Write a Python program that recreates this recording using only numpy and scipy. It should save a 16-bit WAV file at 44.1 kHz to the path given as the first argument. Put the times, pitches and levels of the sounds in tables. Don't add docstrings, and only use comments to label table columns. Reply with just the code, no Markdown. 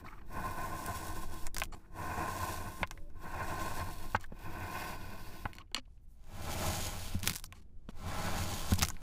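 import sys
import numpy as np
from scipy import signal
from scipy.fft import rfft, irfft, next_fast_len
from scipy.io import wavfile
from scipy.ndimage import uniform_filter1d

SR = 44100
rng = np.random.default_rng(int(sys.argv[2]) if len(sys.argv) > 2 else 0)


def makeup_ratio(level_db):
    decades = np.asarray(level_db, float) / 20
    return 10 ** decades


def waveform_to_disk(signal):
    frames = np.transpose(np.atleast_2d(signal))
    scaled = np.clip(frames, -1, 1) * 32767
    samples = np.round(scaled).astype(np.int16)
    wavfile.write(sys.argv[1], SR, samples)


N = 397771
TURN_S = 5.66

# (centre [Hz], width [Hz], level cutting across [dB], level when knocked [dB])
BOARD_MODES = [(615, 55, -4, -20), (717, 37, -6.5, -8.5), (800, 63, -9, -15.5), (893, 84, -8, -8),
               (1050.5, 44.5, 2, 2), (1280, 26, -28.5, -4), (1500, 85, -5.5, 1), (1842, 75, -17, -10),
               (2095, 38, -14, -3), (2472, 88, -17, -14.5), (2704, 43, -20, -16), (680, 696, -14, -18),
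               (827, 34, -7, -12), (1930, 52, -24.5, -17.5)]
# (centre [Hz], width [Hz], level [dB])
BLADE_MODES = [(847, 120, 14.5), (1128, 125, 14.5), (1770, 240, -3), (2230, 96, 3), (2500, 50, -4),
               (2910, 100, 1), (3300, 59, -17), (4300, 250, 2.5), (5700, 290, -4), (7100, 260, -4.5),
               (9670, 180, -7)]


def level(x):
    return x / np.sqrt(np.mean(x ** 2))


def ring(x, hz, width):
    centre = min(hz, 0.45 * SR)
    quality = hz / min(width, SR / 2.5)
    return signal.lfilter(*signal.iirpeak(centre, quality, SR), x)


def walk(rate):
    k = int(SR / rate)
    held = np.repeat(rng.standard_normal(N // k + 1), k)
    return 1.69 * uniform_filter1d(uniform_filter1d(held, k), k)[:N]


def low_pass(x, hz, edge_hz=120):
    size = next_fast_len(N + SR)
    fall = np.clip((np.fft.rfftfreq(size, 1 / SR) - hz) / edge_hz, 0, 1)
    return irfft(rfft(x, size) * np.cos(np.pi / 2 * fall) ** 4, size)[..., :N]


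def rumble():
    # (time [s], level [dB])
    sway_levels = [(0.0, -47), (0.58, -43), (0.9, -52), (1.1, -38), (1.66, -38), (1.83, -47), (2.16, -42),
                   (2.38, -50), (2.59, -41.5), (3.69, -40), (5.43, -45), (5.6, -56.5), (6.48, -44),
                   (7.16, -40), (7.66, -54.5), (7.96, -41.5), (8.87, -36), (9.02, -44)]
    sway = ring(rng.standard_normal(N), 15.2, 39.0)
    sway = signal.sosfilt(signal.butter(3, 21., fs=SR, output="sos"), sway)
    building = ring(ring(rng.standard_normal(N), 44.0, 50.), 44.0, 50.)
    sway_db = np.interp(np.arange(N) / SR, *np.transpose(sway_levels))
    return makeup_ratio(sway_db) * level(sway) + makeup_ratio(-57.5) * level(building)


def room():
    noise = rng.standard_normal(N)
    return makeup_ratio(-84.5) * level(ring(noise, 150.0, 200.0)) + makeup_ratio(-90.5) * rng.standard_normal(N)


def blade():
    # (time [s], level [dB])
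    pressure = [
        [(0.0, -57), (0.035, -79), (0.05, -63.5), (0.25, -78.5)],
        [(0.33, -58.5), (0.47, -54), (0.79, -53), (0.9, -49.5), (1.18, -52.5), (1.23, -52.5)],
        [(1.27, -62), (1.33, -54.5), (1.475, -57), (1.49, -81.5), (1.72, -96), (1.74, -71)],
        [(1.9, -83.5), (1.99, -57), (2.13, -52.5), (2.34, -50.5), (2.44, -46.5), (2.56, -49.5), (2.73, -57),
         (2.83, -54), (2.845, -79.5)],
        [(3.13, -87), (3.22, -61), (3.39, -54.5), (3.67, -49), (3.77, -48.5), (3.94, -55), (4.14, -56.5),
         (4.18, -78.5), (4.275, -85)],
        [(4.42, -62), (4.6, -58), (4.81, -50), (4.93, -52.5), (4.97, -61.5)],
        [(5.0, -62), (5.06, -56.5), (5.2, -60), (5.4, -59), (5.47, -65), (5.63, -84.5), (5.66, -99)],
        [(5.9, -90), (6.11, -93.5), (6.34, -62), (6.47, -49.5), (6.64, -41.5), (6.91, -46), (7.02, -49.5),
         (7.14, -49.5), (7.2, -62)],
        [(7.42, -80), (7.73, -100), (7.92, -79), (7.97, -65), (8.08, -50), (8.3, -44), (8.45, -44),
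         (8.66, -46.5), (8.72, -41)],
        [(8.735, -53.5), (8.93, -75), (9.02, -63.5)],
    ]
    # (bite [s], landing [s], board over hiss at the bite [dB], at the landing [dB])
    strokes = [
        (0.33, 1.452, 13, -0.5),
        (1.953, 2.823, 15, 1.5),
        (3.283, 4.14, 14, -1),
        (4.614, 5.43, 12, 1),
        (6.295, 7.166, 6, -4.5),
        (8.123, 8.73, 4, -3),
    ]
    # (start [s], peak [s], end [s], hiss level [dB], table shake level [dB])
    grinding = [(1.539, 1.594, 1.78, -69, -48), (2.903, 2.917, 3.18, -70, -58.5),
                (5.691, 5.766, 5.58, -96, -47), (7.22, 7.291, 7.364, -38.5, -39),
                (7.38, 7.517, 8.35, -96, -60.5), (8.768, 8.794, 8.96, -43, -39)]
    bite_s, lift_s = 0.061, 0.018

    t = np.arange(N) / SR
    along = (t > TURN_S).astype(int)
    press = np.interp(t, *np.transpose(np.vstack(pressure)))

    lead = np.array((8.5, 4))[along]
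    for bite, land, first_db, last_db in strokes:
        held = np.interp(t, [bite - bite_s, bite, land, land + lift_s], [0, 1, 1, 0])
        lead = lead + held * (np.interp(t, [bite, land], [first_db, last_db]) - lead)
    wood = press + lead

    shake_db_at_full, slope = np.array((-45, -39)), np.array((0.53, 0.94))
    board_full_db = -42
    shake = shake_db_at_full[along] + slope[along] * (wood - board_full_db)

    hiss, table = makeup_ratio(press), makeup_ratio(shake)
    for start, peak, end, db, shake_db in grinding:
        curve_db = np.interp(t, [start, peak, end], [-12.5, 0, -31])
        shape = np.clip((t - start) / lift_s, 0, 1) * (t < end) * makeup_ratio(curve_db)
        hiss = hiss + makeup_ratio(db) * shape
        table = table + makeup_ratio(shake_db) * np.sqrt(shape)
    return 20 * np.log10(hiss), wood, 20 * np.log10(table)


def grit(spread_db, patchy_db):
    grains_per_s = 9000
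    snaps = rng.random(N) < grains_per_s / SR
    size_db = spread_db * np.minimum(rng.exponential(size=N), 4.5)
    size = makeup_ratio(size_db) * rng.standard_normal(N)
    patches = makeup_ratio(patchy_db * walk(40) + 0.15 * patchy_db * walk(9))
    return level(snaps * size * patches)


def colour(x, points, modes):
    hz, db = np.transpose([(points[0][0] / 3, points[0][1] - 22.)] + list(points))
    size = next_fast_len(N)
    f = np.fft.rfftfreq(size, 1 / SR) + 1
    db = np.interp(np.log(f), np.log(hz), db)
    for centre, width, lift in modes:
        db = db + lift / (1 + (2 * (f - centre) / width) ** 2)
    for echo_s in (0.0023, 0.0037, 0.0071):
        db = db + 1.4 * np.cos(2 * np.pi * f * echo_s)
    return level(irfft(rfft(x, size) * makeup_ratio(db), size)[:N])


def by_direction(across, along):
    return np.where(np.arange(N) < TURN_S * SR, level(across), level(along))


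def board(force, modes, column, sense=-1, damping=1):
    out = 0
    for k, row in enumerate(modes):
        out = out + sense ** k * makeup_ratio(row[column]) * ring(force, row[0], damping * row[1])
    return out


def grip(x):
    # (centre [Hz], width [Hz])
    bands = [(1045, 90), (2600, 1100), (8500, 4400), (10000, 500), (14000, 3300)]
    # (from [s], lift of each of the five bands [dB] ..)
    grips = [(0.0, 2, -1.5, 1, 0.5, -1), (1.8, 1, 0, 1, 1.5, -3), (3.05, 0.5, 1.5, -0.5, -0.5, -2),
             (4.28, -1, 5, -1.5, 0, -1), (5.7, -1, -2, 0.5, -1, 0), (7.7, 2, -4, 0.5, 1, -2.5)]
    # (from [s], to [s], centre [Hz], width [Hz], lift [dB])
    seats = [(0.3, 1.5, 5310, 250, 1.5), (0.3, 1.5, 8100, 250, 2), (0.3, 1.5, 11000, 200, 1),
             (1.9, 2.84, 5760, 250, 1), (1.9, 2.84, 8940, 300, 1.5), (1.9, 2.842, 13800, 250, 3),
             (3.15, 4.17, 4300, 200, 3.5), (3.15, 4.17, 7840, 200, 2), (3.15, 4.17, 12500, 294, 2.5),
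             (3.15, 4.17, 14900, 250, 1.5), (4.4, 5.47, 4840, 201, 5.5), (4.4, 5.47, 7060, 150, 2),
             (4.4, 5.47, 12600, 250, 3), (4.4, 5.47, 14100, 400, 0), (0.3, 1.25, 10000, 400, 4),
             (2.2, 2.7, 10100, 500, 2), (0.0, 0.36, 1045, 300, -3), (0.3, 1.5, 13800, 500, 0),
             (1.9, 2.84, 12300, 400, 1.5), (3.15, 3.45, 1560, 350, 3.5), (8.102, 8.436, 1590, 800, 4),
             (4.3, 4.6, 9500, 3000, -1.5)]
    rows = np.array(grips)
    cut = np.searchsorted(rows[1:, 0], np.arange(N) / SR)
    x = x + sum((makeup_ratio(rows[cut, k + 1]) - 1) * ring(x, hz, width) for k, (hz, width) in enumerate(bands))
    seated = np.zeros(N)
    for start, end, hz, width, db in seats:
        span = slice(int(start * SR), int(end * SR))
        seated[span] += (makeup_ratio(db) - 1) * ring(x[span], hz, width)
    return x + seated


def sand(hiss_db, board_db, shake_db):
    # (frequency [Hz], density [dB per Hz])
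    hiss_across = [(2800, 0), (3100, -5.5), (5500, -2), (6100, -4.5), (11000, -5.5), (15500, -3.5)]
    hiss_along = [(2600, 2.5), (4700, -1.5), (5500, -3.5), (7400, -6), (11000, -6.5), (15500, -9.5)]
    # (centre [Hz], width [Hz], lift [dB])
    sheen_across = [(3333, 100, 16), (3260, 410, -5.5), (3726, 150, 7.5), (4340, 200, 2.5), (5000, 150, -2),
                    (5640, 360, 1), (6200, 200, -2.5), (6400, 110, 4.5), (7400, 180, 0.5), (8020, 400, 2.5),
                    (8940, 250, 1), (10000, 350, 1.5), (10500, 500, -2), (12200, 450, 2), (13800, 470, 2)]
    sheen_along = [(3230, 59, 3.6), (3740, 75, 2.2), (4600, 230, 4.5), (5400, 98, 3), (6780, 880, 4.8),
                   (7960, 140, 2.7), (9400, 98, 2.7), (10180, 180, 2.7)]
    # (centre [Hz], width [Hz], level [dB])
    board_along = [(630, 70, 3), (745, 18, -5.5), (818, 41, 3.5), (906, 40, -9.5), (1028, 71, 0),
                   (1338, 40, -6), (1470, 45, -4.5), (1657, 120, -12.5), (2020, 120, -10), (2330, 87, -9.5),
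                   (2694, 120, -12.5), (688, 540, -7), (3580, 160, -20)]
    # (centre [Hz], width [Hz], level cutting across [dB], level cutting along [dB])
    table_modes = [(87.6, 21.7, -0.5, 0), (165, 30.2, -8, -6.5), (196.5, 41.8, -10, -10.5),
                   (317.8, 9.7, -8.5, -25), (264.5, 118, -14, -17.5)]
    # (start [s], end [s])
    crumble = [(7.245, 7.44), (8.78, 8.91)]

    grains = grit(1.5, 1.0)
    patchy_db = np.where(np.arange(N) < TURN_S * SR, 1.6, 0.5)
    push = grit(1.8, patchy_db)
    coarse = level(grit(3.4, 3.) * makeup_ratio(5 * walk(150)))
    for start, end in crumble:
        span = slice(int(start * SR), int(end * SR))
        grains[span] = coarse[span]

    hiss = by_direction(colour(grains, hiss_across, sheen_across), colour(grains, hiss_along, sheen_along))
    hiss = hiss + sum(0.17 * walk(3) * ring(hiss, hz, hz / 4) for hz in (4500, 7000, 10500, 14000))

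    wood = by_direction(board(push, BOARD_MODES, column=2), board(push, board_along, column=2))

    shake = np.zeros((2, N))
    for hz, width, *db in table_modes:
        shake = shake + np.outer(makeup_ratio(db), ring(ring(push, hz, 3 * width), hz, width))
    shake = by_direction(*shake)
    return grip(makeup_ratio(hiss_db) * hiss + makeup_ratio(board_db) * wood) + makeup_ratio(shake_db) * shake


def thuds():
    # (time [s], level [dB], pitch [Hz], ring time to -60 dB [s])
    landings = [(0.024, -46, 265, 0.04), (2.814, -32.5, 83.4, 0.17), (4.145, -27, 95, 0.1),
                (4.321, -30, 178, 0.028), (5.453, -23.5, 94, 0.047), (5.7153, -47.5, 350, 0.041),
                (5.747, -39.5, 231.5, 0.066), (5.778, -41, 254, 0.1), (7.147, -25, 87.3, 0.14),
                (7.888, -26.5, 191, 0.028), (8.7211, -15, 90, 0.11), (8.7212, -19, 138, 0.027),
                (8.82, -24, 79, 0.13)]
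    glide, glide_s = 0.29, 0.0035
    out, t = np.zeros(N + SR), np.arange(SR // 2) / SR
    noise = rng.standard_normal((len(landings), len(t)))
    for (s, db, hz, t60), n in zip(landings, noise):
        t60 = max(t60, 0.02)
        turns = hz * (t + glide * glide_s * (1 - np.exp(-t / glide_s)))
        low = np.sin(2 * np.pi * turns) * makeup_ratio(-60 * t / t60)
        over = 0.93 * np.sin(2 * np.pi * 2.09 * turns) * makeup_ratio(-110 * t / t60)
        slap = 0.8 * ring(ring(n * makeup_ratio(-60 * t / 0.038), 600.0, 900.), 600.0, 900.)
        swell = 1 - np.exp(-t / 0.0025)
        i = int(s * SR)
        out[i:i + len(t)] += makeup_ratio(db) * swell * (low + over + slap)
    return out[:N]


def drags():
    # (time [s], length [s], level [dB], centre [Hz], width [Hz])
    rubs = [(0.055, 0.042, -52.5, 1530, 1110), (0.079, 0.013, -52, 2070, 395),
            (0.09, 0.059, -57, 1440, 1090), (0.137, 0.06, -65, 1390, 1110), (0.176, 0.024, -60, 1700, 1010),
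            (0.052, 0.029, -64, 3650, 1500), (0.124, 0.012, -56, 1360, 500), (0.21, 0.014, -60, 1500, 1200),
            (1.721, 0.032, -49.5, 1500, 6600), (1.717, 0.04, -62, 7300, 1200),
            (1.79, 0.087, -71, 1520, 800), (4.148, 0.02, -51, 5000, 3500), (4.24, 0.011, -52, 1750, 300),
            (4.195, 0.059, -58, 3000, 8000), (5.591, 0.021, -65, 2800, 3500),
            (5.596, 0.031, -56.5, 1110, 200), (5.609, 0.014, -57.5, 2760, 900),
            (5.672, .012, -81, 2410, 800), (5.761, 0.012, -37.5, 3170, 3500),
            (5.771, 0.018, -45, 2900, 3500), (5.785, 0.017, -54, 3160, 2190),
            (5.794, 0.011, -74, 4200, 900), (5.853, 0.009, -74, 2590, 1205), (5.875, 0.0106, -73, 696, 500),
            (5.89, 0.094, -86.5, 7000, 9040), (6.011, 0.05, -85.5, 11140, 9000),
            (6.067, 0.12, -80.5, 11000, 10000), (7.453, 0.015, -55, 6000, 2500),
            (7.453, 0.017, -63, 14300, 2500), (7.537, 0.076, -66, 3000, 8000),
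            (7.614, 0.021, -72.5, 2980, 8000), (7.887, 0.028, -61.5, 4020, 8900),
            (8.777, 0.022, -48, 800, 400), (8.827, 0.012, -40, 1450, 900)]
    rub, out = grit(2.4, 2.5), np.zeros(N)
    steel = level(sum(makeup_ratio(db) * ring(rub, hz, width) for hz, width, db in BLADE_MODES))
    for s, length, db, hz, width in rubs:
        share = np.clip(0.65 + 0.022 * (db + 55), 0, 1)
        i, size = int(s * SR), int(length * SR)
        mix = (share * steel + (1 - share) * rub)[i:i + size]
        band = ring(ring(mix, hz, 1.2 * width), hz, 1.2 * width)
        out[i:i + size] += makeup_ratio(db) * signal.windows.tukey(size, .4) * level(band)
    return out


def contacts():
    # (time [s], crack level [dB], board knock re crack [dB], centre [Hz])
    knocks = [(1.31, -71, -7, 2180), (1.468, -28, -8, 7350), (1.5657, -25.5, -6, 5560),
              (1.6179, -18, -2, 2020), (2.831, -27, 10, 2220), (2.9106, -31, -2, 6050),
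              (2.975, -45.5, -5, 2100), (3.101, -62, 4, 6300), (4.1475, -32, 18.5, 2360),
              (4.1628, -35, 5, 2610), (4.241, -38.5, -5, 1710), (4.3205, -66.5, 18, 1900),
              (5.455, -38, 15, 1590), (5.5325, -35.5, -15, 2920), (5.5846, -36, -7.5, 2800),
              (5.7155, -54, 0, 2400), (5.746, -17, -13.5, 3200), (5.977, -67.5, -12, 2600),
              (7.2413, -32, -1, 4670), (7.5249, -34.5, -6, 2500), (7.692, -79.5, 8, 2120),
              (7.8898, -45, -1, 2850), (8.7206, -48, 17.5, 750), (8.8141, -23.5, -3, 3250),
              (8.8289, -47, 12, 1500), (8.8299, -13, -7, 5940), (8.902, -26.5, -9, 6900),
              (8.946, -52, -1, 4300), (8.967, -43.5, -5, 2200)]
    # (time [s], crack level [dB], centre
    # [Hz])
    grain_snaps = [(0.863, -24, 9000), (1.545, -28, 5500), (1.5834, -17.5, 7050), (1.571, -34, 6000),
                   (1.599, -23, 2500), (1.601, -26, 5000), (1.6123, -37.5, 5000), (1.6229, -39, 5000),
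                   (1.6285, -40, 5000), (1.6362, -22.5, 3300), (1.646, -36, 5600), (1.6547, -38, 2500),
                   (2.867, -48, 4000), (2.8741, -36, 2700), (4.199, -50, 6000), (4.2103, -37, 5700),
                   (4.2315, -44, 7500), (4.262, -48, 5000), (4.392, -44, 5000), (4.428, -58, 5000),
                   (4.535, -56, 5000), (4.603, -39, 8000), (5.543, -48, 5780), (5.5527, -39, 2530),
                   (5.5677, -46, 4300),
                   (6.1745, -64, 5000), (6.1943, -63.5, 5000), (6.2146, -65, 4000), (6.241, -51, 4000),
                   (6.2521, -61, 4000), (6.2698, -59, 5000), (7.1928, -34, 3100), (7.2002, -36, 6200),
                   (7.2316, -21, 4750), (7.259, -24, 4500), (7.2642, -26, 2400), (7.2665, -25, 4600),
                   (7.2708, -23, 7000), (7.2749, -9.5, 2820), (7.2818, -31, 3000), (7.296, -20, 4000),
                   (7.297, -18, 2600), (7.3012, -31, 2940), (7.3082, -26, 5000), (7.311, -28, 3130),
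                   (7.3194, -26, 3300), (7.334, -33, 3000), (7.3373, -27, 6000), (7.3494, -28, 6500),
                   (7.3561, -23, 6500), (7.3603, -20.5, 6600), (7.3655, -29, 7200), (7.3774, -35, 6500),
                   (7.3848, -33, 6500), (7.397, -31, 6060), (7.4231, -50, 8000), (7.4272, -55, 8000),
                   (7.4408, -26.5, 6600), (7.4735, -68, 4300), (7.502, -72, 4800), (8.736, -20, 6000),
                   (8.7552, -31, 6000), (8.758, -28, 5000), (8.7593, -40, 6000), (8.782, -35, 5000),
                   (8.788, -34, 3950), (8.7912, -22, 4570), (8.7974, -27, 3000), (8.81, -32, 6000),
                   (8.8183, -30, 4030), (8.823, -10, 3680), (8.828, -21, 5000), (8.8351, -17, 5270),
                   (8.85, -21, 5240), (8.86, -27, 5400), (8.8703, -37, 7100), (8.8725, -29, 3000),
                   (8.8856, -19, 5900), (8.895, -36, 7500),
                   (4.2575, -54, 3000), (5.564, -52, 6000), (7.2075, -44, 5500), (7.3332, -28, 5000),
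              (7.368, -34, 6000), (7.392, -44, 6450), (7.4005, -42, 12000), (7.409, -54, 8000),
              (7.415, -52, 5500), (7.437, -57, 8000), (7.4421, -32, 14500), (7.455, -52, 7000),
              (7.5249, -41, 5000), (8.7705, -52, 5000)]
    snap_knock_db, snap_treble_db = -20.5, 0.5
    rows = [(s, db, knock_db, hz, -12 + 0.03 * knock_db) for s, db, knock_db, hz in knocks]
    for s, db, hz in grain_snaps:
        rows.append((s, db, snap_knock_db, hz, snap_treble_db))
    return rows


def ticks():
    free_start_s, free_end_s, free_db = 5.52, 5.76, 17
    bounce_s, bounce_db = 0.00349, -4
    soft_hz, near_db_per_octave = 1700, 4.5
    air, force, t = np.zeros(N + SR), np.zeros(N + SR), np.arange(SR // 8) / SR
    rows = contacts()
    shape = (len(rows), len(t))
    noise = rng.standard_normal(shape) * makeup_ratio(3.4 * np.minimum(rng.exponential(size=shape), 4))
    for (s, db, knock_db, hz, treble_db), n in zip(rows, noise):
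        snap = treble_db > 0
        tail = n * makeup_ratio(-60 * t / 0.042)
        ragged = (0.16 if snap else 0.31) * n * np.exp(-t / 0.00039)
        burst = -1. * (t == 0) + ragged + 0.038 * tail

        width = hz * np.clip(2.2 + treble_db / 6.4, .2, 1)
        crack = ring(ring(burst, hz, 2.4 * hz), hz, width)
        crack = crack + makeup_ratio(treble_db - 13.0) * ring(burst, 9000.0, 11000.0)
        crack = crack + snap * makeup_ratio(-5) * ring(burst, 4100.0, 15000.0)
        if free_start_s < s < free_end_s:
            crack = crack / np.abs(crack).max()
            for centre, mode_width, lift in BLADE_MODES[3:]:
                near_db = lift - near_db_per_octave * abs(np.log2(centre / hz))
                crack = crack + makeup_ratio(free_db + near_db) * ring(burst, centre, mode_width)
        crack = crack / crack[np.abs(crack).argmax()]
        i = int(s * SR)
        air[i:i + len(t)] += makeup_ratio(db) * crack * -np.sign(treble_db)

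        push = np.exp(-t / .00006)
        if knock_db > 5:
            push = push + (t > bounce_s) * makeup_ratio(bounce_db) * np.exp(-np.abs(t - bounce_s) / .0001)
        push = 0.52 * push + 0.044 * n * np.exp(-t / 0.0049) + 0.086 * tail
        if knock_db > 10:
            push = 1.11 * signal.lfilter(*signal.butter(2, soft_hz, fs=SR), push)
        force[i:i + len(t)] += makeup_ratio(db + knock_db) * push

    knock = board(force[:N], BOARD_MODES, column=3, sense=0.91, damping=1.73)
    knock = signal.sosfilt(signal.butter(2, [620., 3200.], "band", fs=SR, output="sos"), knock)
    return air[:N] + makeup_ratio(23.0) * knock


def hum():
    start, end = 2.93, 3.1
    low_hz, high_hz, db = 555, 590, -64
    t = np.arange(N) / SR
    shape = np.interp(t, [start, start + 0.05, end - .015, end], [0, 1, 1, 0])
    turns = np.cumsum(np.interp(t, [start, end], [low_hz, high_hz])) / SR
    return makeup_ratio(db + 1.1 * walk(27.2)) * shape * np.sin(2 * np.pi * turns)


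def scene():
    grit_top_hz, hush_top_hz = 15480, 12800
    # (start [s], end [s])
    hush = [(5.635, 5.742), (5.81, 6.005), (7.64, 7.885)]
    steady = sand(*blade()) + drags() + room()
    t = np.arange(N) / SR
    hushed = sum((t > start) & (t < end) for start, end in hush)
    steady = np.where(hushed, low_pass(steady, hush_top_hz), steady)
    sharp = ticks()
    top = makeup_ratio(-33.5) * sharp + low_pass(sharp, grit_top_hz, edge_hz=450)
    return (low_pass(steady, grit_top_hz) + top + thuds() + hum() + rumble())[None]


def band_limit(x):
    return signal.sosfilt(signal.butter(12, 16820, fs=SR, output="sos"), x)


def record(dry):
    top_hz = 16800
    return band_limit(low_pass(dry, top_hz))


dry = scene()
out = record(dry)
waveform_to_disk(out)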